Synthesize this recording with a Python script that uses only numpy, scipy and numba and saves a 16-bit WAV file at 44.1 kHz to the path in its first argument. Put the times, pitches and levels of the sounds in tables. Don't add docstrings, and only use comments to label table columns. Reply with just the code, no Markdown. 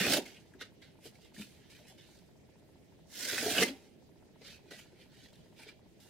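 import sys
import numpy as np
from scipy import signal
from scipy.fft import rfft, irfft, next_fast_len
from scipy.io import wavfile
from numba import njit

SR = 44100
rng = np.random.default_rng(int(sys.argv[2]) if len(sys.argv) > 2 else 0)


def put_to_file(sound):
    columns = np.atleast_2d(sound).T
    safe = np.clip(columns, -1, 1)
    whole_steps = np.round(safe * 32767)
    wavfile.write(sys.argv[1], SR, whole_steps.astype(np.int16))


def boost(x):
    u = np.asarray(x, float) / 20
    return 10 ** u


N = 268569
STEP = 32

# hz [Hz], level_db [dB per Hz]
FIBRE_SPECTRUM = [(560, -39), (950, -1), (1150, -26.5), (1500, -7), (1590, -2), (1920, -6.5), (2130, -3.5),
                  (2750, -3), (2950, 1), (3100, -4), (5360, -5.5), (15600, -15.5)]
# hz [Hz], level_db [dB per Hz]
FLUTTER_SPECTRUM = [(26, -56), (45, -24), (97, -18.5), (284, -3), (330, -9), (446, -3), (571, -14),
                    (638, -9.5), (683, -11), (950, -23), (1200, -39), (1560, -57), (2640, -120)]
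# hz [Hz], likeness [-1..1]
FLUTTER_ALIKE = [(40, .3), (110, .92), (250, .97), (1200, .93)]
# hz [Hz], likeness [-1..1]
PAPER_ALIKE = [(60, 0.085), (130, 0.84), (290, 0.95), (640, 0.9), (1410, 0.88), (3100, 0.71), (6820, -0.28),
               (15000, -0.14)]
# hz [Hz], left_minus_right_db [dB]
PAPER_BALANCE = [(60, -2), (180, -3), (550, -2.5), (1650, -3), (4970, -4), (15000, -2)]


def cut():
    fibre_db, glide_db, flutter_db = blade()
    snaps = sheet(grains(10000, spread_db=3.2, clump_db=1.6), t60=0.05, direct_db=6)

    def hiss_db(hz):
        hump = np.exp(-(np.log2(hz / 5400) / 0.62) ** 2)
        bright_follows_glide = 0.81
        tilt = (1 - hump) * bright_share(hz) * bright_follows_glide
        return fibre_db + 9.5 + at_hz(FIBRE_SPECTRUM, hz) + (tilt + hump) * glide_db

    def shake_db(hz):
        return flutter_db + 16.5 + at_hz(FLUTTER_SPECTRUM, hz)

    hiss = banded(snaps, 927, 18350, hiss_db, PAPER_ALIKE, PAPER_BALANCE, patchy_db=1.0)
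    flutter = banded(snaps, 30, 1198, shake_db, FLUTTER_ALIKE, PAPER_BALANCE, patchy_db=1.0)
    return hiss + signal.sosfilt(signal.butter(2, 75, "high", fs=SR, output="sos"), flutter)


# start_s [s], pressure_db [dB], glide_db [dB], slack_db [dB]
CUTS = [
    [(0.0, -32, -4, 0), (0.046, -33, -6.5, -7), (0.09, -32.5, -2.5, 2.5), (0.12, -33.5, 2, 2.5),
     (0.172, -34.5, 1, 3)],
    [(3.07, -86, 11, -8.5), (3.14, -59, 7.5, -12), (3.2, -48.5, 7.5, -2.5), (3.3, -42, 2.5, -11),
     (3.335, -38.5, 1, -1), (3.38, -41.5, 0, -3), (3.478, -41, 4, 7.5), (3.575, -32.5, -4, -1),
     (3.634, -31.5, -0.5, 2.5)],
]


def blade():
    s, rows = control_time(), np.concatenate(CUTS)
    fibre, flutter = [], []
    for stroke in map(np.array, CUTS):
        start_s, end_s = stroke[:, 0], stroke[-1, 0]
        after = np.maximum(s - end_s, 0)
        dying_db = power_db([-600.0 * after, -17.0 - 169 * after])
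        swaying_db = power_db([-279.5 * after, -16.5 - 88 * after])
        pressure_db = np.interp(s, start_s, stroke[:, 1], left=-140)
        fibre.append(pressure_db + dying_db)
        flutter.append(pressure_db + np.interp(s, start_s, stroke[:, 3]) + swaying_db)
    return power_db(fibre), np.interp(s, rows[:, 0], rows[:, 2]), power_db(flutter)


def grains(per_s, spread_db, clump_db):
    born = rng.random((4, N)) < per_s / SR
    sizes_db = spread_db * np.minimum(rng.exponential(1, (4, N)), 5)
    sizes = boost(sizes_db) * rng.choice([-1, 1], (4, N))
    clumps = full(boost(clump_db * drift(70)))
    return (rms_one(born * sizes) * clumps).reshape(2, 2, N)


def sheet(snaps, t60, direct_db):
    hop = 2048
    out, t = np.zeros(snaps.shape[:-1] + (N + 4 * hop,)), np.arange(hop) / SR
    padded = np.pad(snaps, [(0, 0), (0, 0), (hop, 2 * hop)])
    for i in range(0, N + hop, hop):
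        noise = signal.lfilter([1], [1, -0.55], rng.standard_normal(hop))
        modes = rms_one(noise * boost(-60 * t / t60)) / np.sqrt(hop)
        modes[0] += boost(direct_db)
        piece = padded[..., i:i + 2 * hop] * np.hanning(2 * hop)
        out[..., i:i + 3 * hop] += irfft(rfft(piece, 3 * hop) * rfft(modes, 3 * hop), 3 * hop)
    return rms_one(out[..., hop:hop + N])


# hz [Hz], level_db [dB per Hz]
RUB_SPECTRUM = [(560, -41), (950, -17.5), (1160, -8.5), (1460, -9), (1850, 1), (2280, -8), (2820, 0),
                (4660, -3.5), (5180, -6), (15600, -19.5)]


def handling():
    rub_db, bright_db, crease_hz = fingers_on_sheet()
    snaps = sheet(grains(7000, spread_db=3.2, clump_db=1.2), t60=0.04, direct_db=5)

    def band_db(hz):
        return rub_db + 8.0 + at_hz(RUB_SPECTRUM, hz) + bright_share(hz) * (bright_db + 8.5)

    rub = banded(snaps, 939, 15220, band_db, PAPER_ALIKE, PAPER_BALANCE, patchy_db=1.0)
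    crease = rms_one(moving_resonance(snaps[0, 0], full(crease_hz), 220.0, SR))
    crease_under_rub_db = -8.0
    return rub + crease * full(boost(rub_db + crease_under_rub_db)) * left_right(1.2)


# start_s [s], rub_db [dB], fade_s [s per 20 dB], bright_db [dB], crease_hz [Hz]
FLICKS = [
    (0.257, -55, 0.1846, -6, 2200),
    (0.613, -45, 0.0529, -15, 1820),
    (0.822, -60, 0.12, -13, 3130),
    (1.343, -64.5, 0.6, -1.5, 1850),
    (1.702, -64, 0.36, -3.5, 2370),
    (1.982, -63, 0.2, -9, 2800),
    (4.417, -65, .1, -9, 2830),
    (4.711, -53.5, 0.17, -8.5, 3000),
    (5.335, -72, 0.5, -5.5, 3300),
    (6.005, -71.5, -7, 3, 2850),
]
# middle_s [s], rub_db [dB], half_length_s [s], bright_db [dB], crease_hz [Hz]
SLIDES = [(0.37, -70, .12, -9, 2800), (0.608, -54.5, 0.019, -13.5, 1720), (1.063, -57.5, .055, -1, 2570),
          (1.155, -66.5, .04, -6, 2390), (1.245, -65.5, .075, -5.5, 3530), (1.416, -52, 0.052, -4, 2880),
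          (1.56, -72.5, .25, -6, 2900), (1.65, -67.5, .07, -20, 3300), (1.83, -73, .2, -11, 2600),
          (1.898, -64.5, .06, 1, 2930), (2.13, -69.5, .2, -2, 2900), (3.685, -45.5, .04, -5.5, 2600),
          (3.77, -68.5, 0.16, -4, 2600), (3.864, -74, 0.098, -5, 2200), (4.471, -54.5, 0.063, -9, 3000),
          (4.522, -56.5, 0.091, -9, 2580), (4.692, -68, 0.065, -13, 2400), (4.796, -61.5, 0.072, -1, 2400),
          (5.02, -63.5, .075, -9, 2370), (5.168, -64.5, 0.097, -8.5, 3140), (5.244, -63, 0.096, -7.5, 3400),
          (5.62, -58, 0.074, -6, 2340), (5.692, -55, 0.049, -15.5, 2320), (6.09, -70, .12, -6, 2750)]


def fingers_on_sheet():
    s = control_time()
    rise_s = 0.009
    roundness = 1.36
    strokes = []
    for at, db, fade_s, *_ in FLICKS:
        strokes.append(db - 20 * np.maximum((at - s) / rise_s, (s - at) / fade_s))
    for at, db, half_s, *_ in SLIDES:
        strokes.append(db - 20 * np.abs((s - at) / half_s) ** roundness)
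    power = boost(np.maximum(strokes, -140)) ** 2
    bright_db, crease_hz = np.array(FLICKS + SLIDES)[:, 3:].T @ power / power.sum(axis=0)
    return power_db(strokes), bright_db, crease_hz


@njit
def moving_resonance(x, hz, width_hz, sr):
    y, r = np.zeros(len(x)), np.exp(-np.pi * width_hz / sr)
    for i in range(2, len(x)):
        y[i] = x[i] - x[i - 2] + 2 * r * np.cos(2 * np.pi * hz[i] / sr) * y[i - 1] - r * r * y[i - 2]
    return y


# start_s [s], peak_db [dB], ring_hz [Hz], t60_s [s], crack_db [dB]
SNAPS = [(0.0494, -23, 2500, 0.049, -15), (0.1352, -32, 1750, 0.025, 11), (0.1694, -26, 3510, 0.0088, -0.5),
         (0.2603, -41.5, 2160, 0.026, -2), (0.3686, -51.5, 2860, 0.019, -7),
         (0.5366, -49.5, 1580, 0.014, -11), (0.613, -34.5, 1500, 0.015, -13), (0.817, -55, 3190, 0.022, -5),
         (1.154, -52.5, 2270, 0.025, -9), (1.3624, -45, 1780, 0.028, -18),
         (1.4186, -38.5, 2500, 0.011, -11), (1.7496, -54, 2370, 0.023, -2.5),
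         (1.9983, -53, 3500, 0.032, -9), (3.3785, -25, 1760, 0.016, -4), (3.5781, -18, 2947, 0.034, -22),
         (3.6248, -18, 2074, 0.034, -17), (4.416, -52.5, 2050, 0.025, -11.5),
         (4.7105, -45, 1470, 0.022, -15.5), (4.7965, -49, 2220, 0.028, -15), (5.3303, -57, 4210, 0.029, 2),
         (5.356, -58, 3640, 0.025, 3), (5.6322, -45.5, 2300, 0.028, -5), (5.686, -45, 2350, 0.057, -10),
         (6.001, -59.5, 3810, 0.023, 4)]
# start_s [s], peak_db [dB], boom_hz [Hz], t60_s [s]
FLAPS = [(0.547, -43, 366, 0.016), (0.613, -42, 407, 0.013), (1.054, -40.5, 463, 0.03),
         (1.378, -39.5, 200, 0.021), (1.395, -34, 213, 0.051), (1.419, -48, 263, 0.11),
         (3.259, -39.5, 520, 0.04), (3.326, -33.5, 420, 0.06), (3.461, -24, 430, 0.04),
         (3.597, -26, 440, 0.05), (3.619, -23, 458, 0.091), (3.686, -32, 277, 0.09),
         (4.412, -48, 480, 0.018), (4.711, -40, 423, 0.019), (0.002, -27, 191, 0.1),
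         (4.928, -52.5, 350, 0.061), (5.229, -51, 274, 0.069), (5.656, -49, 433, 0.043)]
# start_s [s], peak_db [dB], pitch_hz [Hz], t60_s [s]
PATS = [(0.199, -42, 730, 0.05), (0.61, -52, 496, 0.038), (1.795, -54.5, 605, 0.05),
        (1.829, -65, 627, 0.05), (1.899, -54.5, 787, 0.067), (1.939, -58, 623, 0.067),
        (4.441, -58, 533, 0.055), (4.479, -57, 575, 0.05), (4.728, -50, 655, 0.05),
        (4.991, -56.5, 515, 0.045), (5.592, -54, 886, 0.069)]


def folds():
    snaps = knocks(SNAPS, push_s=0.0059, rise_s=0.0003)
    return snaps + knocks(FLAPS + PATS, push_s=0.013, rise_s=0.00067)


def knocks(events, push_s, rise_s):
    out, t = np.zeros(N + SR), np.arange(SR // 4) / SR
    for s, peak_db, hz, t60, *crack_db in events:
        noise = rng.standard_normal((2, len(t)))
        push = noise[0] * np.exp(-t / push_s) * (1 - np.exp(-t / rise_s))
        body = ring(push, hz, max(t60, 0.005))
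        crack = boost(crack_db or [-30]) * noise[1] * np.exp(-t / 0.004)
        out[round(s * SR):][:len(t)] += boost(peak_db - 2.5) * (body / np.abs(body).max() + crack)
    return signal.sosfilt(signal.butter(2, [130, 9000], "band", fs=SR, output="sos"), out[:N])


def table_dip(x, hz, width_hz, share):
    band = signal.butter(1, [hz - width_hz / 2, hz + width_hz / 2], "band", fs=SR, output="sos")
    return x - np.clip(share, 0, 1) * signal.sosfilt(band, x)


def room(x):
    t60_s, wall_cut_hz = 0.23, 5200
    size = next_fast_len(N + SR)
    hz = np.arange(size // 2 + 1) * SR / size
    dull, out = 1 / (1 + 1j * hz / wall_cut_hz), np.zeros((2, len(hz)), complex)
    for k, lag in enumerate(rng.uniform(0.011, 0.03, 16)):
        loop = boost(-60 * lag / t60_s) * dull * np.exp(-2j * np.pi * hz * lag)
        out[k % 2] += loop / (1 - loop) * (-1) ** (k // 2)
    thin = (1j * hz / (700 + 1j * hz)) ** 2
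    return irfft(out * thin * rfft(x, size), size)[:, :N]


# first_s [s], last_s [s], peak_db [dB]
MOTOR_RUNS = [(0.2535, 0.73, -59), (0.8207, 0.96, -61), (0.9876, 1.4, -58), (1.5882, 2.0, -60),
              (2.0887, 2.36, -57.5), (2.4891, 2.76, -58), (2.9229, 3.2, -58), (4.0240, 4.36, -57),
              (4.5245, 5.13, -58.5), (5.2586, 5.87, -59), (5.9926, 6.07, -58)]
# pitch_hz [Hz], level_db [dB], t60_s [s]
HOUSING_MODES = [(380, -4, 0.013), (623, -4.5, 0.051), (850, -5, 0.02), (1120, -13, 0.015),
                 (1340, -9.5, 0.012)]


def lens_motor():
    period_s, spread_db = 2 * 1001 / 30000, 2.0
    steps = [(s, db) for first, last, db in MOTOR_RUNS for s in np.arange(first, last, period_s)]
    start_s, peak_db = np.array(steps).T
    at, out = np.round(start_s * SR).astype(int), np.zeros((2, N))
    strength_db = peak_db + spread_db * rng.standard_normal(len(at))
    for hz, level_db, t60 in HOUSING_MODES:
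        clicks = np.zeros((2, N + SR))
        for late_s, weaker_db in [(0, 0), (0.0015, -3), (0.0055, -5)]:
            chance_db, sign = rng.standard_normal((2, len(at))), rng.choice([-1, 1])
            clicks[:, at + round(late_s * SR)] = sign * boost(strength_db + level_db + weaker_db + chance_db)
        out += ring(clicks[:, :N], hz, t60)
    soft = signal.butter(2, 1600, fs=SR, output="sos")
    return signal.sosfilt(soft, out) * left_right(1.2)


# hz [Hz], level_db [dB per Hz]
TONE_SPECTRUM = [(13, -42), (22, -15), (92, -1.5), (127, -3), (172, -0.5), (221, -2), (267, -4.5),
                 (382, -5), (546, -13.5), (644, -11.5), (1150, -31.5), (1830, -23), (4400, -27.5),
                 (13900, -38.5), (15600, -33)]
# hz [Hz], likeness [-1..1]
TONE_ALIKE = [(60, 0.37), (240, 0.44), (950, 0.21), (3770, 0.05), (15000, -0.19)]
# hz [Hz], left_minus_right_db [dB]
TONE_BALANCE = [(60, 0), (240, -2), (950, -2), (3770, -1.5), (15000, -0.5)]


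def room_tone():
    noise = rng.standard_normal((2, 2, N))
    tone = banded(noise, 22.96, 15920, lambda hz: at_hz(TONE_SPECTRUM, hz),
                  TONE_ALIKE, TONE_BALANCE, patchy_db=3.0)
    return boost(-60.5) * rms_one(tone)


def banded(source, low_hz, high_hz, gain_db, alike, balance, patchy_db):
    edges = np.geomspace(low_hz, high_hz, int(3 * np.log2(high_hz / low_hz)) + 2)
    out, neighbour = 0, drift(6.3)
    for k, (low, high) in enumerate(zip(edges, edges[1:])):
        band = signal.butter(2, [low, high], "band", fs=SR, output="sos")
        mid, side = signal.sosfilt(band, source[k % 2])
        hz, own = np.sqrt(low * high), drift(17.4)
        likeness = np.clip(at_hz(alike, hz), 0, 0.99)
        gain = full(boost(gain_db(hz) + patchy_db * (0.27 * neighbour + 0.6 * own)))
        stereo = np.sqrt(1 + likeness) * mid + np.sqrt(1 - likeness) * side * [[1], [-1]]
        out = out + gain * stereo * left_right(at_hz(balance, hz) / 2)
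        neighbour = own
    return out


def bright_share(hz):
    return np.clip(np.log(hz / 3500) / np.log(9000 / 3500), 0, 1.1)


def ring(clicks, hz, t60):
    r, w = boost(-60 / (t60 * SR)), 2 * np.pi * hz / SR
    return signal.lfilter([0, np.sin(w)], [1, -2 * r * np.cos(w), r * r], clicks + 1e-18)


def drift(rate):
    r = np.exp(-2 * np.pi * STEP * rate / SR)
    noise = rng.standard_normal(N // STEP + 2002)
    return rms_one(signal.lfilter([1], [1, -2 * r, r * r], noise)[2000:])


def left_right(db):
    return boost(np.array([[db], [-db]]))


def at_hz(points, hz):
    table = np.array(points)
    return np.interp(np.log(hz), np.log(np.maximum(table[:, 0], 1)), table[:, 1])


def power_db(levels_db):
    return 10 * np.log10(np.sum(boost(np.asarray(levels_db)) ** 2, axis=0) + 1e-14)


def rms_one(x):
    return x / np.sqrt(np.mean(x ** 2) + 1e-20)


def control_time():
    return np.arange(N // STEP + 2) * STEP / SR


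def full(slow):
    return np.interp(np.arange(N) / STEP, np.arange(len(slow)), slow)


def scene():
    fingers = handling() + folds() * left_right(1.3)
    paper = cut() + table_dip(fingers, hz=1140, width_hz=380, share=0.59)
    echo = boost(-15) * room(paper.mean(axis=0))
    return paper + echo + lens_motor() + room_tone()


def band_limit(x):
    return signal.sosfilt(signal.butter(12, 15700, fs=SR, output="sos"), x)


def record(dry):
    return band_limit(dry)


dry = scene()
out = record(dry)
put_to_file(out)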